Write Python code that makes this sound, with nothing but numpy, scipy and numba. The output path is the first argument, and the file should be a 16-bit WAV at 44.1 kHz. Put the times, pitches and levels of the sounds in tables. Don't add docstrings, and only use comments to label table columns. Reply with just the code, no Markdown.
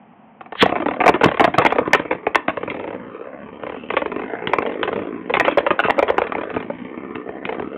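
import sys
import numpy as np
from scipy import signal
from scipy.fft import rfft, irfft
from scipy.io import wavfile
from scipy.ndimage import uniform_filter1d
from numba import njit

SR = 44100
rng = np.random.default_rng(int(sys.argv[2]) if len(sys.argv) > 2 else 0)


def wav_out(sig):
    wavfile.write(sys.argv[1], SR, np.round(np.clip(np.atleast_2d(sig).T, -1, 1) * 32767).astype(np.int16))


N = 342657
TIME = np.arange(N) / SR

# start in seconds, contact time in ms, strongest mode in Hz, level in dB,
# brightness in dB per octave, thud in dB.
BLOWS = [(0.408, 5, 777, -29.5, -0.5, -0.5), (0.459, 9, 745, -38.5, -0.5, -29),
         (0.522, 6.3, 740, -25.5, -1, -15), (0.552, 4.0, 982, -28, 1, -17), (0.624, 11, 480, -5.0, 1, 9),
         (0.657, 6.0, 673, -11, -1.5, 3), (0.692, 7.1, 730.0, -21, 0.5, 15.5),
         (0.721, 10.0, 716, -19.5, -5.0, -2), (0.755, 16, 726, -19, -1, 3),
         (0.859, 6.6, 831, -15.5, -4.5, -2.5), (1.003, 16, 728, -13.5, 0, 4.5),
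         (1.037, 26, 723.6, -18.5, 0, 5), (1.06, 8.7, 682, -8.0, -3, -7), (1.078, 9.8, 782, -7.5, 1, 3),
         (1.088, 9.0, 912, -6.5, -5.5, -5.5), (1.14, 14.0, 343, -12.5, 2.5, 8.5),
         (1.158, 1.3, 764, -17.5, 0, 7), (1.21, 15, 484, -14.5, 0.5, 3),
         (1.233, 5.2, 905, -6.5, -4.5, -1.5), (1.241, 5.4, 373, -4, 6, -2.5),
         (1.255, 8, 1118, -12.5, -8.5, 4), (1.269, 8.1, 398.5, -16.5, 0.5, -4.5),
         (1.395, 8.0, 809, -11.5, 2, 9.5), (1.404, 7.1, 758, -8.0, -4, 1.5),
         (1.417, 19, 666, -20.5, -1, -1.5), (1.441, 12, 670, -8.5, 0.5, 5.5),
         (1.476, 5.4, 720.0, -15, -5, 1.5), (1.539, 12, 728, -19, 1, 13),
         (1.579, 14.0, 1135, -10.0, -3.5, 5.5), (1.593, 18.0, 491, -15, 0, -3.5),
         (1.615, 28, 933, -19.5, -0.5, 4), (1.649, 6.4, 875, -8.5, -3.5, 3.5),
         (1.66, 10, 887, -9.0, 1, 3.5), (1.704, 14.0, 626, -26, 5.5, 4),
         (1.721, 7.4, 774, -13.5, -3, -15.5), (1.758, 10, 436, -18, -2.5, -6.5),
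         (1.784, 9.0, 508, -10.5, -1.5, -2.5), (1.813, 9.8, 471, -29.5, -10, -8),
         (1.875, 7.2, 364, -16.5, -2.5, -0.5), (1.932, 13.0, 1795, -7.0, -3, -2),
         (1.945, 12, 507, -9.5, 3.5, 8.5), (1.995, 4, 527, -15.5, 1, 12.5),
         (2.053, 3.3, 450.0, -25, -2.5, 5.5), (2.109, 22, 506, -16, 1.5, 4),
         (2.148, 8.0, 438, -27, -1, 6.5), (2.266, 8.0, 444, -10.5, 0, 1.5),
         (2.347, 2.2, 1980, -11.0, -1, -4), (2.355, 6.3, 1073, -7.0, -0.5, 0),
         (2.481, 3, 693, -10, 1.5, 13), (2.49, 17, 643, -21.5, 2.5, -5.5), (2.7, 6.2, 2066, -30, 5.5, 24.5),
         (3.902, 6.9, 470, -15.5, 4, -5), (3.936, 7.0, 473, -18, 0, 6), (3.967, 12.0, 543, -11.5, 3, -3.5),
         (4.017, 7.5, 565, -18, -1.5, 2), (4.472, 4, 412, -14.0, 8.5, 23),
         (4.533, 9.0, 966, -12.0, -2.0, -15), (4.584, 7.0, 1070, -15.0, -3, 0.5),
         (4.83, 7.0, 517, -13.5, 5, 10), (4.876, 15, 410.0, -17, 1.0, -2.5),
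         (5.296, 13.0, 490, -18, -2.5, -7), (5.338, 17, 544, -13.5, 5.5, 5),
         (5.368, 4.2, 1080, -11.0, -2, 1), (5.397, 6.9, 1897, -11.5, -1, -4.5),
         (5.407, 6.7, 1883, -11, -9, -16), (5.448, 24, 407, -16.5, 5.5, 2),
         (5.479, 9.0, 541, -9.5, 0.0, -7), (5.511, 8.7, 347, -23, 6.5, 8.5),
         (5.572, 7.0, 558, -11.5, -5.5, -8.5), (5.582, 6.3, 510, -10, 2, -14.5),
         (5.664, 8.5, 546, -11, 1, -12.5), (5.705, 11.0, 586, -10.5, 1.5, 11.5),
         (5.791, 16.0, 1448, -13.5, -1.5, -3), (5.837, 39, 1246, -23, 2.5, 3),
         (5.848, 6, 463, -16.0, -2, 3), (5.883, 21, 979, -20.5, -7, -11), (5.899, 8.0, 940, -11.5, 0.5, 0),
         (5.98, 10.0, 553, -18.5, -6.5, -14), (5.989, 9.4, 548, -11.5, 0.5, -10),
         (6.025, 8.6, 529, -11.0, -1.5, -15), (6.08, 14, 415, -15.0, 2, -12),
         (6.099, 5.9, 539, -10.5, -3.0, -14), (6.18, 6.8, 810, -10, -2, -3.5),
         (6.217, 4.6, 548, -11.5, -0.5, -19.5), (6.32, 8.9, 1175, -21.0, -3.5, -12.5),
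         (6.35, 3.8, 880.0, -17, -1.0, -6.5), (6.563, 9.2, 445, -16.5, -1.0, 4),
         (6.699, 7.0, 568, -23, -6, -10.5), (7.155, 3, 450.0, -21.5, 6.5, 23.5),
         (7.289, 3.4, 427, -23.0, -1.5, 7), (7.452, 5.6, 392.5, -21.5, 10, 31.5)]
def clashes():
    return impacts(BLOWS)


# start in seconds, first hop in seconds, share kept by the
# next hop, number of landings, level in dB, fade in dB per landing, strongest mode in Hz,
# brightness in dB per octave.
SKIPS = [(.782, 0.019, .98, 3, -26, -3, 652, -1), (0.884, 0.026, 1, 4, -15, 5, 716, -0.5),
         (1.284, .03, .97, 4, -15, 2, 592, 1.5), (2.571, .059, .79, 6, -18, 1.7, 450, -.5),
         (2.796, .044, 0.81, 6, -24, 1, 515, -1), (3.633, .033, .88, 6, -21.5, 1.5, 428.4, 0),
         (4.058, .059, .74, 6, -16.5, 1.4, 402, 0), (4.621, 0.041, .78, 5, -16, 3, 411, 2.5),
         (4.928, .031, .98, 5, -18, 2.5, 417, 0), (6.237, .031, .9, 2, -21, 1.5, 385, 4),
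         (6.381, 0.029, .8, 3, -22.5, 0.5, 514, 0.5), (6.501, .039, .85, 5, -23.5, .5, 450, 3),
         (7.49, .034, .6, 3, -17, 5, 463, 1), (7.596, .026, .9, 2, -18.5, 4.5, 440, -1.5)]
def skips(contact_ms=6.5, thud_db=0.5):
    rows = []
    for start, hop_s, kept, count, db, fade_db, main_hz, bright_db in SKIPS:
        for k in range(round(count)):
            note_hz = main_hz * np.exp(0.11 * rng.standard_normal())
            rows.append((start, contact_ms, note_hz, db - fade_db * k, bright_db, thud_db))
            start += hop_s * kept ** k
    return impacts(rows)


def contact(length_s, main_hz, chatter_per_s=1500, crack_s=0.0094, main_width_hz=140):
    t = TIME[:2048]
    spot, detune = rng.standard_normal((2, len(BOWL_MODES)))
    grit, crack = rng.standard_normal((2, len(t)))
    pressure = (t < length_s) * np.exp(-0.68 * t / length_s)
    force = undb(-7) * pressure * grit * (rng.random(len(t)) < chatter_per_s / SR)
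    force[0] = 1
    body = unit((np.sign(spot) + spot / 2) @ bowl(t, 0.044 * detune[:, None]))
    clatter = ring(force, body + undb(-8) * unit(crack * np.exp(-t / crack_s)))
    envelope = ring(np.abs(force), np.exp(-np.pi * main_width_hz * t))
    main = np.sin(2 * np.pi * main_hz * t) * envelope
    return unit(clatter) + undb(-5) * unit(main)


# lower edge in Hz, upper edge in Hz.
REGISTERS = [(110, 370), (370, 700), (700, 1300), (1300, 2300), (2300, 3650)]
def impacts(rows, register_db=(-4, 0.5, 1.5, 2.1, -0.5), fall_db_per_octave=6):
    starts, contact_ms, mains_hz, level_db, bright_db, thud_db = np.transpose(rows)
    contact_s = np.maximum(contact_ms, 2) * 1e-3
    sounds = np.array([contact(s, hz) for s, hz in zip(contact_s, mains_hz)])
    shaped = 0
    for (lo, hi), trim_db in zip(REGISTERS, register_db):
        centre_hz = np.sqrt(lo * hi)
        db = level_db + trim_db + bright_db * np.log2(centre_hz / 1000)
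        db -= fall_db_per_octave * np.abs(np.log2(centre_hz / mains_hz))
        if lo == REGISTERS[0][0]:
            db += thud_db
        part = band(sounds, lo, hi)
        strength = np.sqrt(np.sum(part ** 2, axis=1) / (contact_s * SR))
        shaped = shaped + part * (undb(db) / strength)[:, None]
    hits = np.zeros(N)
    for start, sound in zip((starts * SR).astype(int), shaped):
        hits[start:start + len(sound)] += sound[:N - start]
    load = np.abs(band(hits, 130, 450, order=2))
    return hits + undb(-12) * band(load, 55, 97, order=2)


# frequency in Hz, bandwidth in Hz, relative level in dB.
BOWL_MODES = [(238, 110, -13), (316, 85, -2.5), (450, 109, -4.5), (570, 270, -2.5), (698, 160, -7),
              (881.5, 99, 1), (1018, 60, -2.5), (1185, 159, -2), (1477, 230, -0.5), (1780, 120, -5),
              (2120, 290, 2), (2315, 310, -6), (2639, 160, 0), (3160, 96, -9.5), (3670, 140, -34.5)]
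def bowl(t, detune):
    hz, width, db = np.transpose(BOWL_MODES)[:, :, None]
    return undb(db) * np.sin(2 * np.pi * hz * (1 + detune) * t) * np.exp(-np.pi * width * t)


# frequency in Hz, gain in dB.
TIP_SPECTRUM = [(30, -23.5), (100, -8.5), (160, -8.5), (205, 0.5), (300, 1), (520, -3.5), (750, -10),
                (1200, -6.5), (1500, -17), (2200, -12.5), (2800, -18.5), (3200, -22), (3600, -31.5),
                (4200, -38.5)]
# time in seconds, frequency in Hz.
FLOOR_NOTE = [(1.7, 630), (2.2, 440), (3.3, 520), (3.7, 390), (4.6, 470), (5.2, 370), (5.9, 550),
              (6.5, 420), (7.7, 410)]
# time in seconds, drumming, rubbing and scratching in dB.
TIP_LEVELS = [(0.62, -41, -43, -35), (0.72, -31.5, -32, -49), (0.8, -30, -39, -45),
              (1.1, -32.5, -34.5, -60.5), (1.21, -35, -44, -34.5), (1.6, -42, -49, -50),
              (1.7, -29, -38, -50), (1.83, -36.5, -29.5, -44), (2.07, -40, -41.5, -40),
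              (2.35, -40.5, -45.5, -55.5), (2.51, -41.5, -41, -48), (2.77, -33, -39, -43.5),
              (3.01, -37.5, -39, -49.5), (3.51, -40.5, -42, -49.5), (4.0, -37.5, -43, -44),
              (4.1, -34, -44, -46), (4.32, -31, -33, -39), (4.82, -29, -37.5, -43.5),
              (5.1, -31.5, -37, -43.5), (5.34, -36.5, -47, -49), (5.5, -29.5, -38, -35),
              (5.72, -37, -35, -46), (5.88, -34, -34.5, -41), (6.45, -32, -34.5, -44),
              (6.65, -35, -42, -46), (6.89, -33.5, -39.5, -44), (7.29, -33.5, -39, -48),
              (7.77, -33.5, -38, -46.5)]
def whirr(turns_per_s=122, spin_down_s=18.5):
    spin = turns_per_s * np.exp(-TIME / spin_down_s)
    roaming = tip(tap_rate(), jitter=.05, scatter_db=2.46, rub_db=4, rub_turns=0.65)
    steady = tip(spin, jitter=.04, scatter_db=5.5, rub_db=-3, rub_turns=0.17)
    force = roaming + undb(-8) * steady
    modes = sum(wander(6) * ring(force, unit(mode)) for mode in bowl(TIME[:2048], 0))
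    sound = colour(unit(band(force, 40, 6200, order=1)) + undb(2) * unit(modes), TIP_SPECTRUM)
    sound += undb(1) * resonance(sound, curves(FLOOR_NOTE)[0], width_hz=130.)
    bands_hz = [(30, 700), (700, 1600), (1600, 4000)]
    running = 0
    for (lo, hi), db, trim_db in zip(bands_hz, curves(TIP_LEVELS), (2.5, 0, -1)):
        running += even(band(sound, lo, hi)) * undb(db + trim_db + wander(9))
    landed = np.clip((TIME - .61) / .02, 0, 1)
    return landed * running


def tip(rate_hz, jitter, scatter_db, rub_db, rub_turns):
    chance = rng.standard_normal((1200, 2))
    cycle = np.cumsum(rate_hz) / SR
    cycle += jitter * np.interp(cycle, np.arange(len(chance)), chance[:, 0])
    count = np.clip(cycle.astype(int), 0, len(chance) - 1)
    size = undb(scatter_db * chance[count, 1])
    taps = np.diff(count, prepend=count[0]) * size
    rub = size * np.exp(-(cycle % 1) / rub_turns) * rng.standard_normal(N)
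    return unit(taps) + undb(rub_db) * band(unit(rub), 600, 4500, order=1)


def tap_rate(settled_per_s=82, hop_stretch=4, settle_s=.45):
    unrest = np.zeros(N)
    for start, _, _, db, *_ in BLOWS:
        at = int(start * SR)
        unrest[at:] = np.maximum(unrest[at:], undb(db) * np.exp(-TIME[:N - at] / settle_s))
    return settled_per_s / (1 + hop_stretch * unrest)


# time in seconds, level in dB, teeth per second.
CORD_PULL = [(.54, -63, 150), (.575, -36, 266), (.6, -19.5, 630), (.62, -5, 1120), (.635, -20, 820),
             (.66, -60, 410), (.72, -53, 560)]
def launcher():
    db, teeth_hz = curves(CORD_PULL)
    pulling = (TIME > CORD_PULL[0][0]) & (TIME < CORD_PULL[-1][0])
    phase = np.cumsum(teeth_hz) / SR % 1
    teeth = np.exp(-phase / 0.45) * rng.standard_normal(N)
    zipping = colour(teeth, [(300, -15), (1200, -11), (1900, 2), (2500, -6), (3300, 2), (4200, -8)])
    return pulling * undb(db) * unit(zipping)


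def room(x, build_s=0.0014, bass_t60_s=0.21, treble_t60_s=0.2):
    t = TIME[:SR // 2]
    noise = rng.standard_normal(len(t)) * (1 - np.exp(-(t / build_s) ** 2))
    low = signal.sosfilt(signal.butter(1, 1200, fs=SR, output="sos"), noise)
    tail = low * undb(-60 * t / bass_t60_s) + (noise - low) * undb(-60 * t / treble_t60_s)
    wet = ring(x, tail / np.linalg.norm(tail))
    return colour(wet, [(60, 6), (140, 7), (210, -1), (500, 1), (1000, 1.5), (2200, 2.5), (4000, -1.5)])


# frequency in Hz, relative level in dB.
AIR_SPECTRUM = [(18, -73), (30, -38.5), (232, 3.5), (274, -7), (415, -12.5), (601, -10), (755, -4),
                (1430, -20), (2500, -23), (3140, -30.5), (3600, -47), (4200, -64), (5460, -84.5),
                (9240, -120)]
def air(level_db=-47.5):
    return undb(level_db) * unit(colour(rng.standard_normal(N), AIR_SPECTRUM))


def undb(db):
    return 10 ** (np.asarray(db) / 20)


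def unit(x):
    return x / np.sqrt(np.mean(x ** 2) + 1e-18)


def even(x):
    return x / np.sqrt(uniform_filter1d(x ** 2, SR // 10) + 1e-9)


def curves(table):
    s, *columns = np.transpose(table)
    return [np.interp(TIME, s, c) for c in columns]


def wander(per_s):
    levels = rng.standard_normal(400)
    return np.interp(TIME * per_s, np.arange(len(levels)), levels)


def band(x, lo_hz, hi_hz, order=3):
    return signal.sosfilt(signal.butter(order, [lo_hz, hi_hz], "band", fs=SR, output="sos"), x)


def colour(x, points):
    hz, db = np.transpose(points)
    size = 4096
    gain = undb(np.interp(np.log(np.fft.rfftfreq(size, 1 / SR) + 1), np.log(hz), db))
    cepstrum = irfft(np.log(gain)) * (1 + np.sign(size / 2 - np.arange(size)))
    cepstrum[0] /= 2
    return ring(x, irfft(np.exp(rfft(cepstrum))))


def ring(x, response):
    return signal.oaconvolve(x, response)[:len(x)]


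@njit
def resonance(x, hz, width_hz):
    y, mid, low = np.empty(len(x)), 0., 0.
    for i in range(len(x)):
        g, damping = np.tan(np.pi * hz[i] / SR), width_hz / hz[i]
        v = (mid + g * (x[i] - low)) / (1 + g * (g + damping))
        mid, low = 2 * v - mid, low + 2 * g * v
        y[i] = damping * v
    return y


def scene():
    direct = clashes() + skips() + whirr() + launcher()
    return (direct + air() + undb(-13.5) * room(direct))[None]


def record(dry, voice_band_hz=4020, clip_level=0.72, top_hz=16200):
    low_pass = signal.firwin(101, voice_band_hz, window=("kaiser", 8), fs=SR)
    narrow = signal.fftconvolve(dry, low_pass[None], "same")
    clipped = np.clip(narrow, -clip_level, clip_level)
    return signal.sosfilt(signal.ellip(8, .2, 70, top_hz, fs=SR, output="sos"), clipped)


dry = scene()
out = record(dry)
wav_out(out)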